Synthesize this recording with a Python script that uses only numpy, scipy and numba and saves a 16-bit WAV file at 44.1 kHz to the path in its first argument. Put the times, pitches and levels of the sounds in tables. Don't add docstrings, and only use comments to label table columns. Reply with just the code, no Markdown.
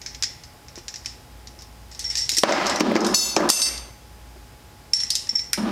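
import sys
import numpy as np
from scipy import signal
from scipy.fft import rfft, irfft, next_fast_len
from scipy.io import wavfile
from scipy.ndimage import uniform_filter1d, map_coordinates
from numba import njit

SR = 44100
rng = np.random.default_rng(int(sys.argv[2]) if len(sys.argv) > 2 else 0)


def store_pcm(level_fs):
    pcm = np.round(np.clip(level_fs, -1, 1) * 32767).astype(np.int16)
    wavfile.write(sys.argv[1], SR, np.atleast_2d(pcm).T)


N = 251811

# (time [s], smoothed peak [dB], brightness [dB], looseness [dB])
CLICKS = [(0.016, -34.5, -4, 4.5), (.0615, -25.5, -4, 4), (0.147, -32, -3.5, -2.5),
          (0.2246, -15.5, -0.5, 2), (0.2351, -19, -1.5, -16), (0.436, -38, -1, 3.5), (0.6834, -38, -9, -1),
          (0.7562, -36.5, -3, 2), (0.7655, -38.5, -8, 2.5), (0.8815, -26.5, -0.5, -2),
          (0.9402, -30, -5, -5), (0.9586, -28, -2, 2), (1.047, -41, -13, -12), (1.059, -22, 1, 1.5),
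          (1.4725, -34, -1.5, -2), (1.5896, -41, -5, 9.5), (1.621, -36, 12, -5), (1.914, -42, 4, 17),
          (1.9487, -34.5, 7, 3), (1.993, -26.5, 7.5, 9.5), (2.042, -30.5, -4, 8), (2.101, -28, 5, 14),
          (2.1135, -34, -3, 6.5), (2.154, -18.5, 4, 4.5), (2.1716, -22, 8, 13.5),
          (2.2926, -12.5, 6.5, -0.5), (2.317, -17, 8.5, 7.5), (2.337, -23.5, 8, 3), (2.348, -21.5, 13, 2),
          (2.3682, -18, 13, 15.5), (2.3842, -8.5, 8.5, -18), (2.4371, -8, -21, -2),
          (2.4925, -15.5, -16, -3), (2.523, -8.5, -16.5, 2.5), (2.667, -18, 5, 3), (2.7141, -27, -21, 8),
          (2.7598, -19.5, 6.5, -4), (2.7984, -25.5, 11, -8), (2.805, -18, -12, -7),
          (2.9137, -24.5, -35, -15), (2.9534, -28, -8, -3), (2.963, -12, -24.5, -12), (3.006, -21.5, 1, -1),
          (3.047, -18.5, 2, -1), (3.0655, -20, 11, 4.5), (3.1466, -9.5, -1, -9), (3.3641, -14.5, -6, -8),
          (3.4066, -23, -33, -18), (3.49, -14, 15, 17), (3.5016, 2, 14.5, -13), (3.6183, -12, 5, -5),
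          (3.665, -19.5, -1, 9), (3.7773, -30.5, 1, -5), (4.9335, -22, 4, 13.5), (5.002, -23.5, -3, 3),
          (5.033, -28, 3, 3), (5.1039, -13.5, 11.5, 1), (5.1535, -15, 10.5, 0.5), (5.2702, -35.5, -11, -1),
          (5.294, -35, -3, 6), (5.3581, -28.5, 2, 13), (5.3925, -24.5, -5, -5), (5.531, -20.5, 25.5, -2),
          (5.5324, -12.5, -10, -2)]
# (start [s], end [s], mean smoothed peak [dB])
SHIFTS = [(0.725, 0.797, -40.5), (0.965, 0.995, -51), (1.598, 1.676, -42), (2.659, 2.702, -23.5)]
# (frequency [Hz], density [dB per Hz])
CLICK_COLOUR = [(590, -55), (1000, -25), (2050, -9), (2910, -11), (3120, -10), (3380, -8.5), (4120, -3),
                (4470, -2), (5310, 5), (8450, -11.5), (10800, -20), (14200, -28), (16000, -53)]
# (frequency [Hz], width [Hz], level [dB])
CAGE_MODES = [(1900, 200, -7), (5330, 320, 0), (7700, 300, -14)]
# (time [s], level [dB], t60 [s], main mode [Hz], twin mode [dB], upper modes [dB])
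TINGS = [(2.045, -26, 0.31, 5510, -3, -20), (2.101, -19.5, 0.054, 5380, 3, -17),
         (2.158, -31, 0.49, 5647, -18, -12), (2.178, -21, 0.22, 5420, -1, -2),
         (2.209, -25.5, 0.22, 5480, 3, -15), (2.368, -18.5, 0.099, 5440, 5, 6.5),
         (4.935, -16.5, 0.15, 5444, 10.5, 3), (5.004, -18.5, 0.19, 5520, -11, -8),
         (5.034, -13.5, 0.04, 5360, 0.5, -7), (5.292, -20.5, 0.061, 5340, 8, 1.5),
         (5.354, -20, 0.16, 5360, 8, -5), (5.394, -32, 0.25, 5600, -13, -6)]
# (frequency [Hz], level [dB])
SMALL_RACE_MODES = [(1900, -37), (2005, -22.5), (5313, -37), (5700, -5.5), (7605, -13), (9725, -20.5),
                    (12970, -38), (14520, -39)]
# (frequency [Hz], level struck at spot 1 [dB], spot 2 [dB], spot 3 [dB])
BIG_RACE_MODES = [(2060, -30, -24, -18), (2690, -32, -17, -24), (2718, -20, -30, -23),
                  (3176, -24, -26, -28), (3550, -17, -13, -18), (3823, -12, -30, -22),
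                  (4251, -11, -22, -34), (4512, 0, -21, -9), (4544, -26, -20, -17), (4632, -23, -1, 0),
                  (5244, 0, -7, -20), (5274, -8, -6, 0), (6062, -3, -12, -14), (6134, -19, -5, -12),
                  (6250, -12, -4, -5), (6922, -5, -10, -18), (7181, -14, -21, -35), (7492, -29, -5, -25),
                  (7800, -6, -14, -19), (7822, -26, -8, -12), (8727, -21, 0, -7), (8895, -31, -10, -27),
                  (9584, -14, -10, -27), (9942, -29, -19, -34), (10417, -24, -13, -30),
                  (11184, -19, -19, -35), (11597, -13, -10, -23), (12592, -16, -17, -35),
                  (13736, -26, -22, -38), (14283, -33, -32, -36)]
# (time [s], level [dB], time the ring is quickly damped [s])
STRIKES = [(3.142, -10.5, 3.48), (3.5, -11, 6.2), (3.617, -15.5, 3.69)]
# (frequency [Hz], t60 [s])
RING_T60 = [(2000, 0.66), (4000, 0.49), (5000, 0.53), (6100, 0.55), (7500, 0.47), (8700, 0.48),
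            (10000, 0.46), (13000, 0.45)]
# (time [s], nominal level [dB], pitch [Hz])
BUMPS = [(.776, -30, 342), (2.323, -36.5, 280), (2.381, -25, 320), (2.4364, 4.5, 603), (2.493, -3.5, 587),
         (2.511, -2.5, 612), (2.523, -1, 634), (2.807, -10.5, 340), (2.918, -9, 574), (2.963, -3, 320),
         (3.368, -11, 320), (3.4035, -8, 596), (4.36, -36, 368), (5.33, -31.5, 219), (5.579, -17, 198)]
# (start [s], end [s], boom [dB], body [dB], grit [dB],
#                            fade [dB per s, negative swells], power share of the higher boom [0-1])
SHOVES = [(2.435, 2.813, -17, -12, -16.5, 48.5, 0.78), (2.808, 2.959, -16.5, -25, -29, 29, 0.47),
          (2.956, 3.143, -17, -20, -30.5, 44, 0.69), (3.141, 3.37, -32.5, -33, -35, 57, 0.5),
          (3.366, 3.5, -17, -18, -30.5, 51, 0.74), (3.5, 3.912, -34, -31, -27, 67.5, 0.47),
          (5.576, 5.72, -25.5, -36, -42, -26, 0.17)]
# (frequency [Hz], width [Hz])
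BOOMS = [(212, 32.6), (325, 87)]
# (frequency [Hz], width [Hz], level [dB])
BODY_MODES = [(564, 71, -3.5), (795, 113, -5.5), (964, 71, -4), (1215, 250, -9), (1717, 170, -12.5),
              (2360, 330, -27)]
# (frequency [Hz], relative density [dB per Hz])
GRIT_COLOUR = [(760, -3), (1300, -2.5), (1910, -8.5), (2420, -4.5), (3140, -5.5), (5330, -10),
               (12300, -39.5), (14100, -95), (15500, -97)]
# (frequency [Hz], t60 [s])
SHOP_T60 = [(200, 0.67), (2000, 0.78), (5500, 0.35), (10000, 0.52), (16000, 0.21)]
# (frequency [Hz], relative density [dB per Hz])
AIR_COLOUR = [(12, -62), (20, -27), (36, -5.5), (60, -7), (124, -8.5), (164, -17), (243, -18), (790, -23.5),
              (859, -24.5), (1020, -25), (4250, -32), (4890, -30), (6130, -33.5), (15000, -39),
              (16400, -55)]
# (frequency [Hz], level [dB rms])
HUM = [(242.2, -65), (721.4, -68), (839.8, -59), (958.2, -76), (1077, -71.5), (4958, -68.5), (5432, -75),
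       (7440, -89)]

TICKS_EACH, TICK_SCATTER_DB = 2, 2.5
TREBLE_DB, TREBLE_DB_PER_BRIGHT_DB = -4.5, 0.94
RATTLE_DB, RATTLE_IN_CAGE = -9, 1.23
CAGE_DB, CAGE_DB_PER_CLICK_DB = -25.5, 0.88
TWIN_HZ = 5440
SOFT_DB = -35.5
BITE_DB, BITE_S = (4, 5.5, 12.5), 0.0061
AIR_DB, MOTOR_DB = -47, -48.5
ATTACK_S, RELEASE_S, KNEE_DB = 0.0018, 0.06, -14.5
TOP_HZ = 16000


def amp(db):
    return 10 ** (np.asarray(db) / 20)


def unit(x):
    return x / np.sqrt(np.mean(x ** 2) + 1e-20)


def sine(hz, t):
    return np.sin(2 * np.pi * hz * t)


def along(points, hz):
    f, v = np.transpose(points)
    return np.interp(np.log(hz + 1), np.log(f + 1), v)


def filtered(x, response):
    m = next_fast_len(x.shape[-1] + 4096)
    spectrum = rfft(x, m) * response(np.fft.rfftfreq(m, 1 / SR))
    return irfft(spectrum, m)[..., :x.shape[-1]]


def mode(f, hz, width_hz):
    return 1j * f * width_hz / (hz * hz - f * f + 1j * f * width_hz)


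def mode_bank(f, table):
    return sum((-1) ** k * amp(db) * mode(f, hz, w) for k, (hz, w, db) in enumerate(table))


def add(track, s, sound):
    part = track[round(s * SR):][:len(sound)]
    part += sound[:len(part)]


def tail(seconds):
    noise = rng.standard_normal(round(seconds * SR))
    hz, t, z = signal.stft(noise, SR, nperseg=256)
    decay_db = -60 * t / along(SHOP_T60, hz)[:, None]
    x = signal.istft(z * amp(decay_db), SR, nperseg=256)[1]
    return x / np.linalg.norm(x)


def flutter(count, rate_hz, depth_db):
    knots_db = rng.standard_normal(int(count * rate_hz / SR) + 4)
    return amp(depth_db * map_coordinates(knots_db, [np.arange(count) * rate_hz / SR]))


def clicks():
    out, t = np.zeros(N), np.arange(round(.4 * SR)) / SR

    def cage(f):
        return mode_bank(f, CAGE_MODES)

    ticks = []
    for start, end, db in SHIFTS:
        for _ in range(TICKS_EACH):
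            ticks.append((rng.uniform(start, end), rng.normal(db, TICK_SCATTER_DB), 0, 0))
    for s, db, bright_db, loose_db in CLICKS + ticks:
        decay = amp(-60 * t / 0.077) + 1.97 * amp(-60 * t / 0.008)
        onset = 1 - np.exp(-t / 0.00018)
        crack = decay * onset * rng.standard_normal(len(t))
        rattle = filtered(tail(.41)[:len(t)], lambda f: 1 + RATTLE_IN_CAGE * np.abs(cage(f)))
        dry_click = crack + amp(RATTLE_DB + loose_db) * np.linalg.norm(crack) * rattle
        treble_db = TREBLE_DB + TREBLE_DB_PER_BRIGHT_DB * bright_db
        tilt = [(2200, -bright_db), (2900, 0), (7500, 0), (9000, treble_db)]
        bumpy = np.c_[np.geomspace(1000, 16000, 30), 2.5 * rng.standard_normal(30)]
        click = filtered(dry_click, lambda f: amp(along(CLICK_COLOUR, f) + along(tilt, f) + along(bumpy, f)))
        peak = uniform_filter1d(np.abs(click[:600]), size=60).max()
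        add(out, s, amp(db) * click / peak)
        ring_db = CAGE_DB + CAGE_DB_PER_CLICK_DB * db + loose_db - 60 * t / 0.25
        ring = unit(filtered(rng.standard_normal(len(t)), cage))
        add(out, s, amp(ring_db) * ring)
    return out


def small_race():
    out, t = np.zeros(N), np.arange(SR // 2) / SR
    for s, db, t60_s, main_hz, twin_db, upper_db in TINGS:
        pair = sine(main_hz, t) - amp(twin_db) * sine(TWIN_HZ, t)
        rest = 0
        for hz, level_db in SMALL_RACE_MODES:
            gain = amp(level_db + upper_db * (hz > TWIN_HZ))
            rest = rest + gain * flutter(len(t), 42, 4.2) * sine(hz, t)
        ring = amp(db - 60 * t / t60_s) * flutter(len(t), 140, 2.5) * (pair + rest)
        room = signal.fftconvolve(ring, tail(.4))[:len(t)]
        add(out, s, ring + amp(-8.5) * room)
    return out


def big_race():
    out, t = np.zeros(N), np.arange(SR) / SR
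    faint = np.c_[rng.uniform(2500, 15800, 30), rng.normal(-27, 4, (30, 3))]
    faint[:, 1:] -= faint[:, :1] / 1200 - 6
    modes = np.r_[BIG_RACE_MODES, faint]
    hz = modes[:, :1]
    near_hz = hz * (1 + 0.00445 * rng.standard_normal(hz.shape))
    for spot, (s, db, damped_s) in enumerate(STRIKES):
        waver = np.array([flutter(len(t), 26, 2.3) for _ in hz])
        turn = rng.random((2, len(hz), 1))
        pair = np.sin(2 * np.pi * (hz * t + turn[0])) + .2 * np.sin(2 * np.pi * (near_hz * t + turn[1]))
        mode_db = modes[:, [1 + spot]] - 60 * t / along(RING_T60, hz)
        ring = np.sum(amp(mode_db) * pair * waver, axis=0)
        ring = ring * (1 - np.exp(-t / .003))
        room = signal.fftconvolve(ring, tail(0.52))[:len(t)]
        damping_db = -60 * np.maximum(t + s - damped_s, 0) / 0.017
        add(out, s, amp(db + damping_db) * (ring + amp(-11) * room))
    return out


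def bumps():
    out, t = np.zeros(N), np.arange(round(.15 * SR)) / SR
    for s, db, hz in BUMPS:
        puff = unit(filtered(rng.standard_normal(len(t)), lambda f: mode(f, 1.4 * hz, 1.5 * hz)))
        soft = 1 / (1 + amp(db - SOFT_DB))
        t60_s = (22 + 14 * soft) / hz
        mix = (1 - soft) * sine(hz, t) + (0.069 + 0.54 * soft) * puff
        add(out, s, amp(db - 60 * t / t60_s) * mix)
    return out


def drag():
    t = np.arange(N) / SR
    gains, high = np.zeros((3, N)), np.zeros(N)
    for start, end, *levels_db, fade_db_per_s, share in SHOVES:
        on = (t >= start) & (t < end)
        age = t[on] - start
        bite = np.exp(-age / BITE_S)
        for gain, db, bite_db in zip(gains, levels_db, BITE_DB):
            gain[on] = amp(db + bite_db * bite - fade_db_per_s * age)
        high[on] = np.clip(share, 0, 1)
    scrape = flutter(N, 120, 1.45) * rng.standard_normal((4, N))
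    low, upper = (unit(filtered(x, lambda f: mode(f, hz, w) * mode(f, hz, 3 * w)))
                  for x, (hz, w) in zip(scrape, BOOMS))
    boom = np.sqrt(1 - high) * low + np.sqrt(high) * upper
    body = unit(filtered(scrape[2], lambda f: mode_bank(f, BODY_MODES)))
    grit = unit(filtered(scrape[3], lambda f: amp(along(GRIT_COLOUR, f))))
    return gains[0] * boom + gains[1] * body + gains[2] * grit


def shop():
    t = np.arange(N) / SR
    air = unit(filtered(rng.standard_normal(N), lambda f: amp(along(AIR_COLOUR, f))))
    motor = unit(filtered(rng.standard_normal(N), lambda f: mode(f, 57.5, 2.9) ** 2))
    hum = sum(np.sqrt(2) * amp(db) * np.sin(2 * np.pi * (hz * t + rng.random())) for hz, db in HUM)
    return amp(AIR_DB) * air + amp(MOTOR_DB) * motor + hum


def scene():
    low_cut = signal.butter(2, 150, "high", fs=SR, output="sos")
    heavy_part = signal.sosfilt(low_cut, bumps() + drag())
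    return (clicks() + small_race() + big_race() + heavy_part + shop())[None]


@njit
def follow(x, rise, fall):
    out, level = np.empty(len(x)), 0.
    for i in range(len(x)):
        level += (rise if x[i] > level else fall) * (x[i] - level)
        out[i] = level
    return out


def record(dry):
    level = follow(np.abs(dry[0]), 1 / (ATTACK_S * SR), 1 / (RELEASE_S * SR))
    held = dry / (1 + (level / amp(KNEE_DB)) ** 4) ** 0.23
    clipped = held / (1 + np.abs(held / .95) ** 6) ** (1 / 6)
    return filtered(clipped, lambda hz: (hz < TOP_HZ) / (1 + (40 / (hz + 1)) ** 6))


dry = scene()
out = record(dry)
store_pcm(out)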